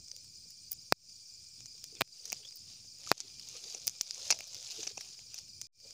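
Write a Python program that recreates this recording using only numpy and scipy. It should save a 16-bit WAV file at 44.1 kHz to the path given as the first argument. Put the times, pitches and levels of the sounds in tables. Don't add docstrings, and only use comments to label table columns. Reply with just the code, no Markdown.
import sys
import numpy as np
from scipy import signal
from scipy.fft import rfft, irfft
from scipy.io import wavfile
from scipy.ndimage import uniform_filter1d

SR = 44100
rng = np.random.default_rng(int(sys.argv[2]) if len(sys.argv) > 2 else 0)


def gain_from_db(level_db):
    decades = np.asarray(level_db, float) / 20
    return 10 ** decades


def waveform_to_disk(signal):
    frames = np.transpose(np.atleast_2d(signal))
    scaled = np.clip(frames, -1, 1) * 32767
    samples = np.round(scaled).astype(np.int16)
    wavfile.write(sys.argv[1], SR, samples)


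N = 261502
TIME = np.arange(N) / SR


def evened(x):
    return x / np.sqrt(np.mean(x ** 2) + 1e-20)


def smooth_noise(size):
    return evened(uniform_filter1d(rng.standard_normal(N), size=size))


def over_time(points):
    return np.interp(TIME, *np.transpose(points))


def read(points, hz):
    f, value = np.transpose(points)
    return np.interp(np.log(hz + 1), np.log(f + 1), value)


def coloured(x, points):
    spectrum = rfft(x) * gain_from_db(read(points, np.fft.rfftfreq(N, 1 / SR)))
    return irfft(spectrum, N)


def add(mix, s, sound):
    first = round(s * SR) - len(sound) // 2
    part = mix[first:][:len(sound)]
    part += sound[:len(part)]


def resonate(x, hz, width):
    turn = np.exp(2j * np.pi * np.cumsum(hz * np.ones(N)) / SR)
    r = np.exp(-np.pi * width / SR)
    smooth = signal.lfilter([(1 - r) ** 2], [1, -2 * r, r ** 2], x / turn)
    return 2 * (turn * smooth).real


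def patchy(tone, patch_db, flicker_db):
    frames, hz = N // 128 + 5, np.fft.rfftfreq(512, 1 / SR)
    a, b, patches = rng.standard_normal((frames, 257, 3)).T
    patches = uniform_filter1d(patches, size=6, axis=0)
    patches = evened(uniform_filter1d(patches, size=12, axis=1))
    flicker = evened(uniform_filter1d(rng.standard_normal(frames), size=3))
    level_db = read(tone, hz)[:, None] + patch_db * patches + flicker_db * flicker
    z = (a + 1j * b) * gain_from_db(level_db)
    return evened(signal.istft(z, nperseg=512, noverlap=384)[1][:N])


def ring(hz, rise_ms, fall_ms, phase):
    ms = np.arange(-500, 500) / SR * 1000
    envelope = np.exp(np.where(ms < 0, ms / rise_ms, -ms / fall_ms))
    return envelope * np.cos(2 * np.pi * (hz * ms / 1000 + phase))


def stroke(from_hz, to_hz, ms):
    size = round(ms * SR / 1000)
    cycles = np.cumsum(np.linspace(from_hz, to_hz, size)) / SR
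    return np.hanning(size) * np.sin(2 * np.pi * (cycles + rng.random()))


# (time [s],
# strength [dB], wait until the pressure swings back [ms], size of the swing back [share of the first step])
STEM_BURSTS = [(.9240, 1, .31, .68), (2.0108, -5.5, .18, 1), (2.0181, .5, .15, .69),
               (3.1163, 1.2, .315, .71), (3.1229, -13, .3, .7), (3.1257, -9, .2, .7)]


def bursts():
    out = np.zeros(N)
    spike = 0.35 * ring(4700, .07, .14, 0)
    body = 0.45 * ring(300, .1, 0.36, 0)
    port = .045 * ring(14900, .2, .3, 0)
    step = spike + body + port
    for s, db, ms, back in STEM_BURSTS:
        add(out, s, -gain_from_db(db) * step)
        add(out, s + ms / 1000, back * gain_from_db(db) * step)
        add(out, s + .001, gain_from_db(db - 27.5) * ring(2420, 0.41, 1.9, 0))
        add(out, s + 0.0046, gain_from_db(db - 32.5) * ring(150, 4.2, 2.2, 0))
    return signal.lfilter(*signal.butter(2, 70, "high", fs=SR), out)


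# (time [s], strength [dB], slowness that lengthens ring and
# tearing [ms], thump relative to the ring [dB], tick relative to the ring [dB])
TIMED_SNAPS = [(.0833, -31.5, .33, -25, -21), (.1152, -29, 1.12, -44, -30), (.1648, -28, .24, -28.5, -6.5),
               (.2446, -43, 1.3, -44, -5), (.506, -41, 0.87, -39, 2), (.7134, -47, 0.48, -39, 17),
               (.7179, -30, 0.29, -44, 11), (.72, -35.5, .3, -42, 12.5), (.7284, -28, 0.61, -43, -5),
               (.731, -38, 0.69, -43, 13.5), (1.606, -27, 0.54, -25, -12), (1.6587, -28, 0.82, -49, -21),
               (1.6653, -31.5, 0.6, -55, -17), (1.7796, -37, .43, -44.5, -20),
               (1.8411, -28.5, 1.14, -49, -4.5), (1.9526, -31.5, 0.35, -46, -29),
               (2.0083, -26.5, 0.46, 5, 6.5), (2.0203, -36, 0.35, 10, -33), (2.0766, -32, .29, -15.5, -10),
               (2.2552, -22.5, 0.93, -55, -11), (2.258, -29, 0.84, -49, -8), (2.2769, -41, 1.1, -38, -4),
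               (2.302, -24.5, 0.55, -38, -21), (2.3216, -26.5, .23, -7, 3), (2.3289, -13, 0.057, -12, -7.5),
               (2.5588, -59.5, .2, -28, 24), (2.5701, -53, .23, -25, 14), (3.0352, -34, 0.28, -21, -24),
               (3.0651, -27, 0.66, -22, -31), (3.0751, -25, 0.37, -19, -27),
               (3.0916, -25.5, 0.93, -19, -12), (3.1795, -17.5, 0.98, -44, -25),
               (3.2041, -8, 0.41, -40, -40), (3.2098, -16.5, 0.43, -35.5, -22),
               (3.3968, -29, 0.96, -51, -11), (3.4874, -27.5, 1, -37, -9), (3.5444, -59, 0.68, -3, -17),
               (3.561, -52, 0.58, -5, -33), (3.6414, -33, 0.5, -29, -28), (3.7474, -28.5, 2.1, -18.5, -36),
               (3.8181, -31, 0.41, -42, -28), (3.8658, -35, .33, -26, 1), (3.871, -18, .23, -22, 4),
               (3.878, -11.5, 0.18, -14.5, -3.5), (3.8788, -8, 0.62, -49, -33),
               (3.887, -24, 0.27, -34, -17), (3.8961, -23.5, 0.46, -53, -9), (4.0113, -8.5, 0.13, -61, -20),
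               (4.0153, -22.5, 0.37, -58, 0), (4.109, -17, 0.75, -44, -35), (4.1459, -24.5, .7, -43, -29),
               (4.3046, -6.5, 0.71, -5.5, -42), (4.3077, -6, 0.96, -14, -10), (4.3112, -13, 1.2, -10, -47),
               (4.3137, -17, 2.3, -27, -43), (4.3245, -20, 3, -11.5, -34), (4.3423, -46, 2.1, -2, -23),
               (4.3898, -25, 0.58, -20, -6), (4.407, -31, 0.69, -5, -2), (4.4764, -43, .24, -33, 2),
               (4.5463, -23.5, 0.28, -28, -8), (4.628, -26, .64, -52, -9), (4.647, -37, .35, -41, -28),
               (4.711, -41, .32, -40, 3), (4.8306, -33, 3.6, -14, -26), (4.87, -23, .74, -13, -50),
               (4.8737, -27.5, 3, -8, -27), (4.9735, -35.5, 2.2, -14, -23), (4.978, -31.5, 1.56, -7.5, -12),
               (5.0098, -32, 2.8, -16, -10), (5.192, -36.5, .3, -10, -16), (5.343, -32, 1.9, -18.5, -3.5),
               (5.38, -34, 2.6, -39, -37), (5.3867, -28, 1.74, -50, -15), (5.615, -20, 0.12, -31, -7.5),
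               (5.619, -24.5, 0.42, -32, -12.5), (5.8719, -39, .92, -28, -14),
               (5.9082, -29.5, 0.6, -27, -11)]
# (frequency [Hz], highest level within the thump [dB], decay [ms])
STICK_RINGS = [(430, -12.5, 1.1), (666, -6, 1.1), (1050, -8.5, .15), (1740, -5.5, 0.15), (2510, 3, 0.66)]
SNAP_HZ, SNAP_SPREAD_HZ = 5700, 1000


def snaps():
    out = np.zeros(N)
    rows = TIMED_SNAPS + chance_snaps()
    draws = zip(rng.random((len(rows), 13)), rng.standard_normal((len(rows), 1000)))
    for (s, db, ms, thump_db, tick_db), (luck, fibres) in zip(rows, draws):
        hz = SNAP_HZ + SNAP_SPREAD_HZ * (luck[12] - .5)
        snap = ring(hz, 0.14 + .05 * ms, 0.14 + 0.048 * ms, luck[10])
        for k, (wood_hz, wood_db, wood_ms) in enumerate(STICK_RINGS):
            level_db = thump_db + wood_db - 10 * luck[k + 5]
            snap += gain_from_db(level_db) * ring(wood_hz, 0.21, wood_ms, luck[k])
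        port = .5 * gain_from_db(0.91 * min(tick_db, 8))
        tick = port * ring(14800, .2, 0.353, luck[11]) + 0.58 * ring(10300, .07, 0.084, luck[11])
        snap += gain_from_db(tick_db) * tick
        tearing = np.clip(1.14 * (ms - .35), 0, 1)
        breaks = fibres * ring(0, .3 * ms, 1.2 * ms, 0)
        breaks *= tearing * np.sqrt(3 * ms) / np.linalg.norm(breaks)
        breaks[500] += 1 - .9 * tearing
        add(out, s, gain_from_db(db) * signal.fftconvolve(snap, breaks, "same"))
    trail = rng.standard_normal(1500) * gain_from_db(-60 * np.arange(1500) / SR / 0.02)
    out = out + gain_from_db(-31.5) * signal.oaconvolve(out, trail)[:N]
    return signal.lfilter(*signal.butter(2, 120, "high", fs=SR), out)


CHANCE_SNAPS = 60
CHANCE_DB, CHANCE_SPREAD_DB = -36.5, 9
CHANCE_FOLLOW = .4


def chance_snaps():
    when, size, ms, thump, tick = rng.random((CHANCE_SNAPS, 5)).T
    s = .02 + when * (N / SR - .04)
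    db = CHANCE_DB + CHANCE_FOLLOW * activity_db(s) + CHANCE_SPREAD_DB * (size - .5)
    return list(zip(s, db, 0.46 + 0.4 * ms ** 2, -45 + 30 * thump, -28 + 20.1 * tick))


# (time [s], length [ms], start pitch [Hz], end pitch [Hz],
# level before the sputter [dB])
SAP_SQUEAKS = [(1.968, 36, 3750, 3270, -54.5), (1.976, 71, 2550, 2400, -58), (2.435, 19, 2990, 3300, -50),
               (2.454, 20, 3265, 3460, -43.5), (2.476, 17, 3580, 3470, -50.5),
               (3.075, 11, 1320, 1200, -45.5), (3.554, 30, 2560, 2480, -55), (3.560, 42, 1156, 1310, -61)]


def squeaks():
    out = np.zeros(N)
    for s, ms, from_hz, to_hz, db in SAP_SQUEAKS:
        add(out, s, gain_from_db(db) * stroke(from_hz, to_hz, ms))
    return out * (.6 + 0.53 * smooth_noise(70))


# (time [s], level before the 11 dB lift in sizzle() [dB])
SIZZLE_LEVEL = [(0, -83), (1.3, -85), (1.75, -76), (2.15, -75.5), (2.31, -64), (2.4, -69.5), (2.55, -76),
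                (2.68, -67.5), (2.9, -78.5), (3.06, -63.5), (3.2, -51.5), (3.32, -71.5), (3.68, -58),
                (4, -69.5), (4.24, -56.5), (4.48, -64), (4.6, -63), (4.82, -54.5), (4.94, -63.5),
                (5.05, -62.5), (5.28, -77.5), (5.36, -63.5), (5.52, -85), (5.93, -72)]
# (frequency [Hz], relative level [dB])
SIZZLE_COLOUR = [(410, -42), (700, -14.5), (931, -21), (1270, -20), (1850, -22), (2430, -12), (3360, -9),
                 (4830, -4), (5640, -4), (6500, -4.5), (8000, -18), (12400, -30), (15500, -28)]


def sizzle():
    size = gain_from_db(5 * np.minimum(rng.exponential(1, N), 4))
    size = size * (rng.random(N) < 2500 / SR)
    kind, crackle = rng.integers(0, 12, N), np.zeros(N)
    for k in range(12):
        grain = ring(rng.uniform(2500, 14000), 0.12, rng.uniform(0.072, 0.28), rng.random())
        crackle += signal.oaconvolve(size * (kind == k), grain)[:N]
    crackle = evened(coloured(crackle, SIZZLE_COLOUR))
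    steam = patchy(SIZZLE_COLOUR, 2.5, 1.5)
    spits = gain_from_db(2.2 * smooth_noise(2500))
    return gain_from_db(over_time(SIZZLE_LEVEL) + 11) * spits * (.75 * crackle + .66 * steam)


def activity_db(s):
    return np.interp(s, *np.transpose(SIZZLE_LEVEL)) + 65


# (time of the peak [s], length [ms], pitch [Hz], peak level [dB])
GAS_PUFFS = [(.13, 86, 514, -80), (1.945, 96, 451, -62), (2.25, 210, 448, -77), (2.41, 80, 483, -74),
             (3.03, 44, 580, -73), (3.25, 27, 360, -61), (3.548, 59, 511, -63), (3.64, 67, 430, -64),
             (3.75, 42, 404, -55), (3.83, 75, 554, -72), (4.21, 210, 522, -62.5), (4.35, 120, 665, -66.5),
             (4.54, 110, 556, -68), (4.795, 40.4, 372, -52), (4.87, 80, 402, -62), (5.85, 136, 560, -69.5)]
PUFF_RISE = .4
MURMUR_DB, MURMUR_FOLLOW = -78, .6
# (time [s], level [dB])
RUMBLE_LEVEL = [(0, -68.5), (.8, -73), (1.9, -69), (2.5, -69.5), (3.3, -66.5), (4, -73.5), (4.4, -69.5),
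                (5.2, -69), (5.93, -72)]
# (frequency [Hz], relative level [dB])
RUMBLE_COLOUR = [(15, -59.5), (25, -22), (37, -11), (109, 0.5), (267, -13.5), (350, -17), (389, -22.5),
                 (900, -35), (1170, -67), (1980, -120)]


def flames():
    s, ms, hz, db = np.transpose(GAS_PUFFS)
    level = gain_from_db(MURMUR_DB + MURMUR_FOLLOW * activity_db(TIME))
    for at, length, peak in zip(s, ms / 1000, gain_from_db(db)):
        width = length * np.where(TIME < at, PUFF_RISE, 1)
        level = level + peak * np.exp(-(2 * (TIME - at) / width) ** 2)
    pitch = np.interp(TIME, s, hz) + 40 * smooth_noise(2000)
    unsteady = gain_from_db(4 * smooth_noise(350))
    flutter = evened(unsteady * resonate(rng.standard_normal(N), pitch, 170))
    lumps = gain_from_db(1.4 * smooth_noise(1500))
    slow = uniform_filter1d(uniform_filter1d(rng.standard_normal(N), size=3000), size=2000)
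    gusts = gain_from_db(3 * evened(slow))
    rumble = evened(gusts * lumps * coloured(rng.standard_normal(N), RUMBLE_COLOUR))
    return gain_from_db(over_time(RUMBLE_LEVEL)) * rumble + level * flutter


# (time of the first stroke [s], strokes [count], middle level [dB])
NEAR_CHIRPS = [(0.116, 3, -50.5), (0.304, 6, -52), (.518, 3, -53.5), (.646, 3, -52), (.792, 3, -51.5),
               (1.092, 3, -48.5), (1.230, 3, -51), (1.346, 2, -52), (1.473, 3, -51.5), (1.681, 3, -51),
               (1.883, 3, -51), (2.129, 3, -48.5), (2.302, 3, -46.5), (2.491, 3, -47.5), (2.686, 3, -50.5),
               (2.886, 3, -53), (3.245, 5, -51.5), (3.444, 3, -53), (3.644, 3, -46.5), (3.850, 3, -64),
               (4.063, 3, -46.5), (4.768, 3, -64), (5.08, 4, -50), (5.269, 3, -50), (5.500, 3, -51),
               (5.809, 4, -52.5)]


def near_cricket():
    out = np.zeros(N)
    for s, strokes, db in NEAR_CHIRPS:
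        for k in range(round(strokes)):
            add(out, s + 0.035 * k, gain_from_db(db + rng.normal(0, 1.6)) * stroke(5150, 4410, 22))
    return out


# (time [s], stroke pairs sung so far [count])
PAIR_COUNT = [(.029, 0), (1.013, 15), (1.536, 23), (1.991, 30), (2.528, 38), (2.986, 45), (5.239, 80),
              (5.955, 91)]


def high_cricket():
    out = np.zeros(N)
    s, pairs = np.transpose(PAIR_COUNT)
    for start in np.interp(np.arange(91), pairs, s):
        db = -55.5 + rng.normal(0, 3)
        for lag in (0, .0165):
            add(out, start + lag, gain_from_db(db + rng.normal(0, 1)) * stroke(6800, 7250, 10))
    return out


# (pitch [Hz], width [Hz], pulse rate [per s], time of one pulse [s],
# pulse sharpness [no unit], level before any swell [dB])
BUZZING_INSECTS = [(2400, 90, 250, -0.027, 0.89, -76), (14700, 510, 66, -0.013, 1.0, -79)]
# (time [s], level change [dB])
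LOW_BUZZ_SWELL = [(0, -4.5), (1.3, -5.5), (1.55, 3.5), (1.9, -5), (2.15, -14.5), (3.5, 1.5), (5.5, -2.5),
                  (5.75, 2.5)]


def buzzers():
    out = np.zeros(N)
    for hz, width, rate, first, sharp, db in BUZZING_INSECTS:
        beat = np.exp(sharp * np.cos(2 * np.pi * rate * (TIME - first)))
        swell_db = over_time(LOW_BUZZ_SWELL) * (hz < 8000)
        out += gain_from_db(db + swell_db) * evened(resonate(beat * rng.standard_normal(N), hz, width))
    return out


def neighbours():
    out = np.zeros(N)
    for s in rng.uniform(.02, N / SR - .03, 500):
        from_hz, to_hz = rng.normal(0, 300) + np.array([5500, 4850])
        add(out, s, gain_from_db(-59 + rng.normal(0, 1.7)) * stroke(from_hz, to_hz, 20))
    return out


# (frequency [Hz], relative level [dB])
CHORUS_COLOUR = [(350, -63), (600, -36), (1670, -33), (1940, -41), (2380, -19), (2800, -24.5),
                 (3730, -20.5), (4900, 0.5), (5310, -2), (7270, -11), (8000, -16), (8800, -12.5),
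                 (10900, -33.5), (13400, -38), (15600, -26)]


def far_chorus():
    return gain_from_db(-55.5) * patchy(CHORUS_COLOUR, 2.2, .6)


# (frequency [Hz], relative level [dB])
SIDE_COLOUR = [(24, -47), (40, -14.5), (166, -3.5), (1820, -16.5), (3930, -7), (4680, -15.5), (5050, -18.5),
               (6640, -8), (7160, -37), (9890, -27), (15500, -7.5)]
# (frequency [Hz], level [dB])
SIDE_SHARE = [(100, -39), (500, -38), (1200, -32), (4500, -37.5), (8000, -38), (14000, -20.5)]


def stereo_side(mid):
    hiss = gain_from_db(-73.5) * patchy(SIDE_COLOUR, 3.7, 0.96)
    return hiss + signal.hilbert(coloured(mid, SIDE_SHARE)).imag


def scene():
    fire = bursts() + snaps() + squeaks() + sizzle() + flames()
    insects = near_cricket() + high_cricket() + buzzers() + neighbours() + far_chorus()
    mid = fire + insects
    side = stereo_side(mid)
    return np.array([mid + side, mid - side])


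def gain_control(dry):
    heavy = uniform_filter1d(dry.mean(0), size=10)
    power_db = 10 * np.log10(abs(uniform_filter1d(heavy ** 2, size=200)) + 1e-12)
    fall = TIME * 70
    held_db = np.maximum.accumulate(power_db + fall) - fall
    over_db = np.maximum(held_db + 32.5, 0)
    late_db = np.concatenate([np.zeros(250), over_db])[:N]
    return dry / gain_from_db(1.3 * uniform_filter1d(late_db, size=100))


def roll_off(x):
    return signal.sosfilt(signal.butter(12, 16810, fs=SR, output="sos"), x)


STOP_S, RESUME_S, FULL_S = 5.670, 5.722, 5.867


def record(dry):
    x = gain_control(dry)
    x += gain_from_db(-91.5) * rng.standard_normal(N)
    edge = [(15550, 0), (15700, -18), (16700, -20), (17000, -70)]  # (frequency [Hz], level [dB])
    x = np.array([coloured(channel, edge) for channel in x])
    fade_in = np.clip((TIME - RESUME_S) / (FULL_S - RESUME_S), 0, 1) ** 1.3
    fade = np.where(TIME < STOP_S, 1, fade_in)
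    finished = x * fade - .0002
    return roll_off(finished)


dry = scene()
out = record(dry)
waveform_to_disk(out)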